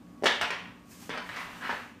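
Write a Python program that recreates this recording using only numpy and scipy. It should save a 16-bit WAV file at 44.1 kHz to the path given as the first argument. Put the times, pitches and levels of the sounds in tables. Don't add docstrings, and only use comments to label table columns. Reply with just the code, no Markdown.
import sys
import numpy as np
from scipy import signal
from scipy.fft import rfft, irfft
from scipy.io import wavfile

SR = 44100
rng = np.random.default_rng(int(sys.argv[2]) if len(sys.argv) > 2 else 0)


def store_pcm(level_fs):
    pcm = np.round(np.clip(level_fs, -1, 1) * 32767).astype(np.int16)
    wavfile.write(sys.argv[1], SR, np.atleast_2d(pcm).T)


N = 88200


def amp(db):
    return 10 ** (np.asarray(db) / 20)


def unit(x):
    return x / np.sqrt(np.mean(x ** 2) + 1e-20)


def read(points, hz):
    point_hz, value = np.transpose(points)
    return np.interp(np.log(hz + 1), np.log(point_hz + 1), value)


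def add(mix, start_s, sound):
    part = mix[round(start_s * SR):][:len(sound)]
    part += sound[:len(part)]


def colour(x, points):
    gain = amp(read(points, np.fft.rfftfreq(len(x), 1 / SR)))
    return irfft(rfft(x) * gain, len(x))


def bump(hz, centre_hz, octaves):
    return np.exp(-.5 * (np.log2((hz + 1) / centre_hz) / octaves) ** 2)


def hum():
    # frequency in Hz, relative density in dB per Hz.
    air_colour = [(15, -41), (25, -47), (48, -9), (115, -5), (146, -9), (167, -10.5), (237, -2),
                  (271, -8.5), (543, -15), (978, -20), (1150, -23.5), (1280, -23), (4870, -36.5),
                  (12400, -71), (15000, -43)]
    # centre in Hz, width in Hz, rms level in dB.
    hum_bands = [(178.4, 9.8, -58.5), (242, 45, -57), (293.4, 9.8, -61.5), (1230, 6.5, -71),
                 (1120, 8.6, -69.5)]
    air_db = -55.5
    hz = np.fft.rfftfreq(N, 1 / SR)
    out = amp(air_db) * unit(colour(rng.standard_normal(N), air_colour))
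    for centre_hz, width_hz, db in hum_bands:
        band = 1 / (1 + (2 * (hz - centre_hz) / width_hz) ** 2)
        random_phase = np.exp(2j * np.pi * rng.random(len(hz)))
        out += amp(db) * unit(irfft(band * random_phase, N))
    return out


def burst(seconds, size=1024):
    grain_db = 0.5
    t = np.arange(size) / SR
    grains = rng.standard_normal(size) * amp(grain_db * rng.standard_normal(size))
    puff = grains * t / seconds * np.exp(-t / seconds)
    return puff / np.linalg.norm(puff)


def spread(x):
    centre_hz, q = 2040, 0.43
    _, a = signal.iirpeak(centre_hz, q, fs=SR)
    return signal.lfilter(a[::-1], a, x)


def pulse(tables, ring_hz, size=4096):
    ring_db, ring_octaves = 7, 0.19
    hz = abs(np.fft.fftfreq(size, 1 / SR))
    gain_db = sum(read(table, hz) for table in tables) + ring_db * bump(hz, ring_hz, ring_octaves)
    log_gain = np.log(amp(gain_db))
    spectrum = np.exp(np.conj(signal.hilbert(log_gain)))
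    return np.fft.ifft(spectrum).real[:size // 2]


def knocks(size=1024):
    # start in seconds, bass, middle, treble and top gain in dB,
    # rattle gain in dB, ring in Hz.
    blows = [(0.224, 7.5, -22.5, -24, -25, -31, 700), (0.2365, 10, -3, -7, -15, -9, 810),
             (0.2416, 10.5, 0.5, -5.5, -5, -16.5, 610), (0.2565, 0, 5.5, 1, -8, 5.5, 408),
             (0.2595, 3.5, 7.5, 5.5, -14, -16, 3200), (.262, 2.5, 6, 7.5, -13.5, 0, 1040),
             (.265, -17, -4, 3.5, -8.5, -1, 3540), (0.2694, 0, -4, 1.5, -7, -9, 1050),
             (0.4129, -0.5, 7, 3.5, -4.5, -4, 740), (0.5051, -5, 1, -2.5, -14, -1.5, 2580),
             (1.0939, 1, -6, -12, -17, -4.5, 256), (1.103, -22, -8, -6.5, -33, 0, 1620),
             (1.139, -9.5, -4.5, -33, -42, 4.5, 1300), (1.175, -4, -1.5, -11, -21.5, -1.5, 4730),
             (1.291, -23, -3, -15.5, -32, -1.5, 4030), (1.362, -21, -3, -13, -17.5, -5, 1000),
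             (1.3686, -22, -6, -23, -27, 2, 2120), (1.6935, -4, 5, -11.5, -28, -1, 910),
             (1.701, -9, 0.5, -8, -38, -3.5, 930), (1.7093, -19, -13, -12, -27, -12, 4300),
             (1.715, -12, -7, -25, -27, 0, 960), (1.7286, -6, -8, -14, -25, -10, 790)]
    band_hz = [450, 1400, 3400, 9000]
    # frequency in Hz, gain in dB.
    knock_colour = [(30, -20), (100, -13.5), (170, -8), (300, -2), (450, 0.5), (800, 1.5), (1400, -1.5),
                    (1800, 4.5), (2400, -2.5), (3100, -1), (4200, -4.5), (5500, -1), (7000, -7), (9300, -9),
                    (11000, -19.5), (15000, -16.5)]
    crack_above_hz, crack_s, crack_db = 3240, 0.002, -1.5
    rattle_s = 0.0029
    out = np.zeros(N)
    low_pass = signal.butter(2, crack_above_hz, fs=SR)
    high_pass = signal.butter(2, crack_above_hz, "high", fs=SR)
    push = spread(signal.lfilter(*low_pass, signal.unit_impulse(size)))
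    for start_s, *bands_db, rattle_db, ring_hz in blows:
        crack = signal.lfilter(*high_pass, burst(crack_s))
        force = push + amp(crack_db) * crack + amp(rattle_db) * burst(rattle_s)
        response = pulse([knock_colour, list(zip(band_hz, bands_db))], ring_hz)
        blow = np.zeros(SR)
        add(blow, 0, -signal.fftconvolve(force, response))
        add(out, start_s, room(blow))
    return out


def boards(x):
    # frequency in Hz, relative level in dB, t60 in seconds.
    modes = [(243.8, -31.5, 0.13), (348.6, -43, 0.26), (403, -37.5, 0.19), (464.2, -37, 0.14),
             (591, -35, 0.099), (753, -51, 0.31), (871, -42, 0.16), (995, -44.5, 0.15), (3050, -41, 0.046)]
    ring_db = -14.0
    t = np.arange(SR // 2) / SR
    ring = sum(amp(db - 60 * t / t60_s) * np.cos(2 * np.pi * hz * t) for hz, db, t60_s in modes)
    return x + amp(ring_db) * signal.fftconvolve(x, ring)[:N]


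def room(x, size=256):
    # frequency in Hz, t60 in seconds.
    t60_points = [(100, 0.1), (400, 0.55), (1200, 0.46), (2600, 0.55), (5000, 0.42), (10000, 0.45)]
    # frequency in Hz, gain in dB.
    wet_points = [(100, -7), (450, -1), (1200, 2), (3000, 5), (6000, 1), (12000, -4)]
    delay_s, build_s, taps_per_s = 0.0011, 0.0065, 6000
    early_db, early_s = 7.5, 0.006
    t = np.arange(SR * 3 // 4) / SR
    taps = unit(rng.choice([-1., 1.], len(t)) * (rng.random(len(t)) < taps_per_s / SR))
    taps *= np.clip((t - delay_s) / build_s, 0, 1) * amp(early_db * np.exp(-t / early_s))
    hz, age_s, bands = signal.stft(taps, SR, nperseg=size)
    fall_per_s = np.log(1000) / read(t60_points, hz)[:, None]
    level = np.sqrt(2 * fall_per_s / SR)
    bands = bands * np.exp(-fall_per_s * age_s) * level * amp(read(wet_points, hz))[:, None]
    tail = signal.istft(bands, SR, nperseg=size)[1]
    return x + signal.fftconvolve(x, tail)[:len(x)]


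def slips(per_s, grain_db, size=N):
    strength = amp(grain_db * np.minimum(rng.exponential(1, size), 4)) * rng.choice([-1, 1], size)
    return strength * (rng.random(size) < per_s / SR)


def scrapes():
    # start in seconds, length in seconds, level in dB,
    # share of the length spent rising, rasp in Hz, rasp gain in dB.
    strokes = [(0.289, 0.098, -47.5, 0.5, 3530, 20), (0.415, 0.035, -31.5, 0.58, 1550, 4),
               (0.509, 0.049, -41.5, .25, 2220, 4.5), (0.575, 0.17, -56, 0.2, 2400, -6),
               (1.015, 0.027, -55, 0.31, 750, 15), (1.094, 0.12, -42.5, 0.34, 1400, 0),
               (1.271, 0.2, -44, 0.47, 2270, 2), (1.43, 0.26, -50.5, 0.13, 2160, -6),
               (1.599, 0.11, -38.5, 0.49, 1640, 9.5), (1.724, 0.18, -52, 0.19, 2400, 1.5)]
    # frequency in Hz, relative density in dB per Hz.
    scrape_colour = [(100, -10), (400, -11), (700, -5), (1000, 2), (1600, -2), (2300, -3.5), (3200, -11.5),
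                     (4300, -15), (7500, -31), (11000, -33.5), (15000, -37)]
    slips_per_s, grain_db, rasp_octaves = 3600, 2, 0.17
    t, hz = np.arange(SR) / SR, np.fft.rfftfreq(SR, 1 / SR)
    out = np.zeros(N)
    for start_s, length_s, db, rise, rasp_hz, rasp_db in strokes:
        stroke = np.interp(t, [0, length_s * np.clip(rise, .05, .95), length_s], [0, 1, 0])
        swell = np.sin(stroke * np.pi / 2)
        rasp = rasp_db * bump(hz, rasp_hz, rasp_octaves)
        clicks = slips(slips_per_s, grain_db, size=SR)
        rub = irfft(rfft(clicks) * amp(read(scrape_colour, hz) + rasp))
        add(out, start_s, room(amp(db) * swell * unit(rub)))
    return out


def paws():
    # start in seconds, envelope peak in dB.
    falls = [(0.416, -49.5), (1.093, -48)]
    thump_hz, thump_s = 146, 0.011
    t, out = np.arange(SR // 4) / SR, np.zeros(N)
    envelope = t / thump_s * np.exp(1 - t / thump_s)
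    thump = envelope * np.sin(2 * np.pi * thump_hz * t)
    for start_s, db in falls:
        add(out, start_s, amp(db) * thump)
    return out


def glide():
    # time in seconds, level in dB.
    glide_level = [(0.821, -72.5), (0.887, -64), (0.915, -52.5), (0.972, -58), (1.03, -51.5),
                   (1.085, -60.5), (1.12, -81), (1.23, -65), (1.29, -57), (1.34, -62), (1.41, -54),
                   (1.479, -62.5), (1.57, -60), (1.65, -59), (1.75, -59), (1.85, -65.5), (1.95, -74.5)]
    # frequency in Hz, relative density in dB per Hz.
    glide_colour = [(200, -82), (1000, 8.5), (3800, 3.5), (6000, 9), (9500, 6.5), (11000, 0.5),
                    (14500, 6.5)]
    slips_per_s, grain_db = 16000, 2.5
    level = amp(np.interp(np.arange(N) / SR, *np.transpose(glide_level)))
    return level * unit(colour(slips(slips_per_s, grain_db), glide_colour))


def scene():
    wallet = boards(knocks() + scrapes()) + room(glide())
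    return (wallet + paws() + hum())[None]


def record(dry):
    edge_hz = 14750
    low_pass = signal.firwin(511, edge_hz, window=("kaiser", 9), fs=SR)
    return signal.oaconvolve(dry, low_pass[None], "same")


dry = scene()
out = record(dry)
store_pcm(out)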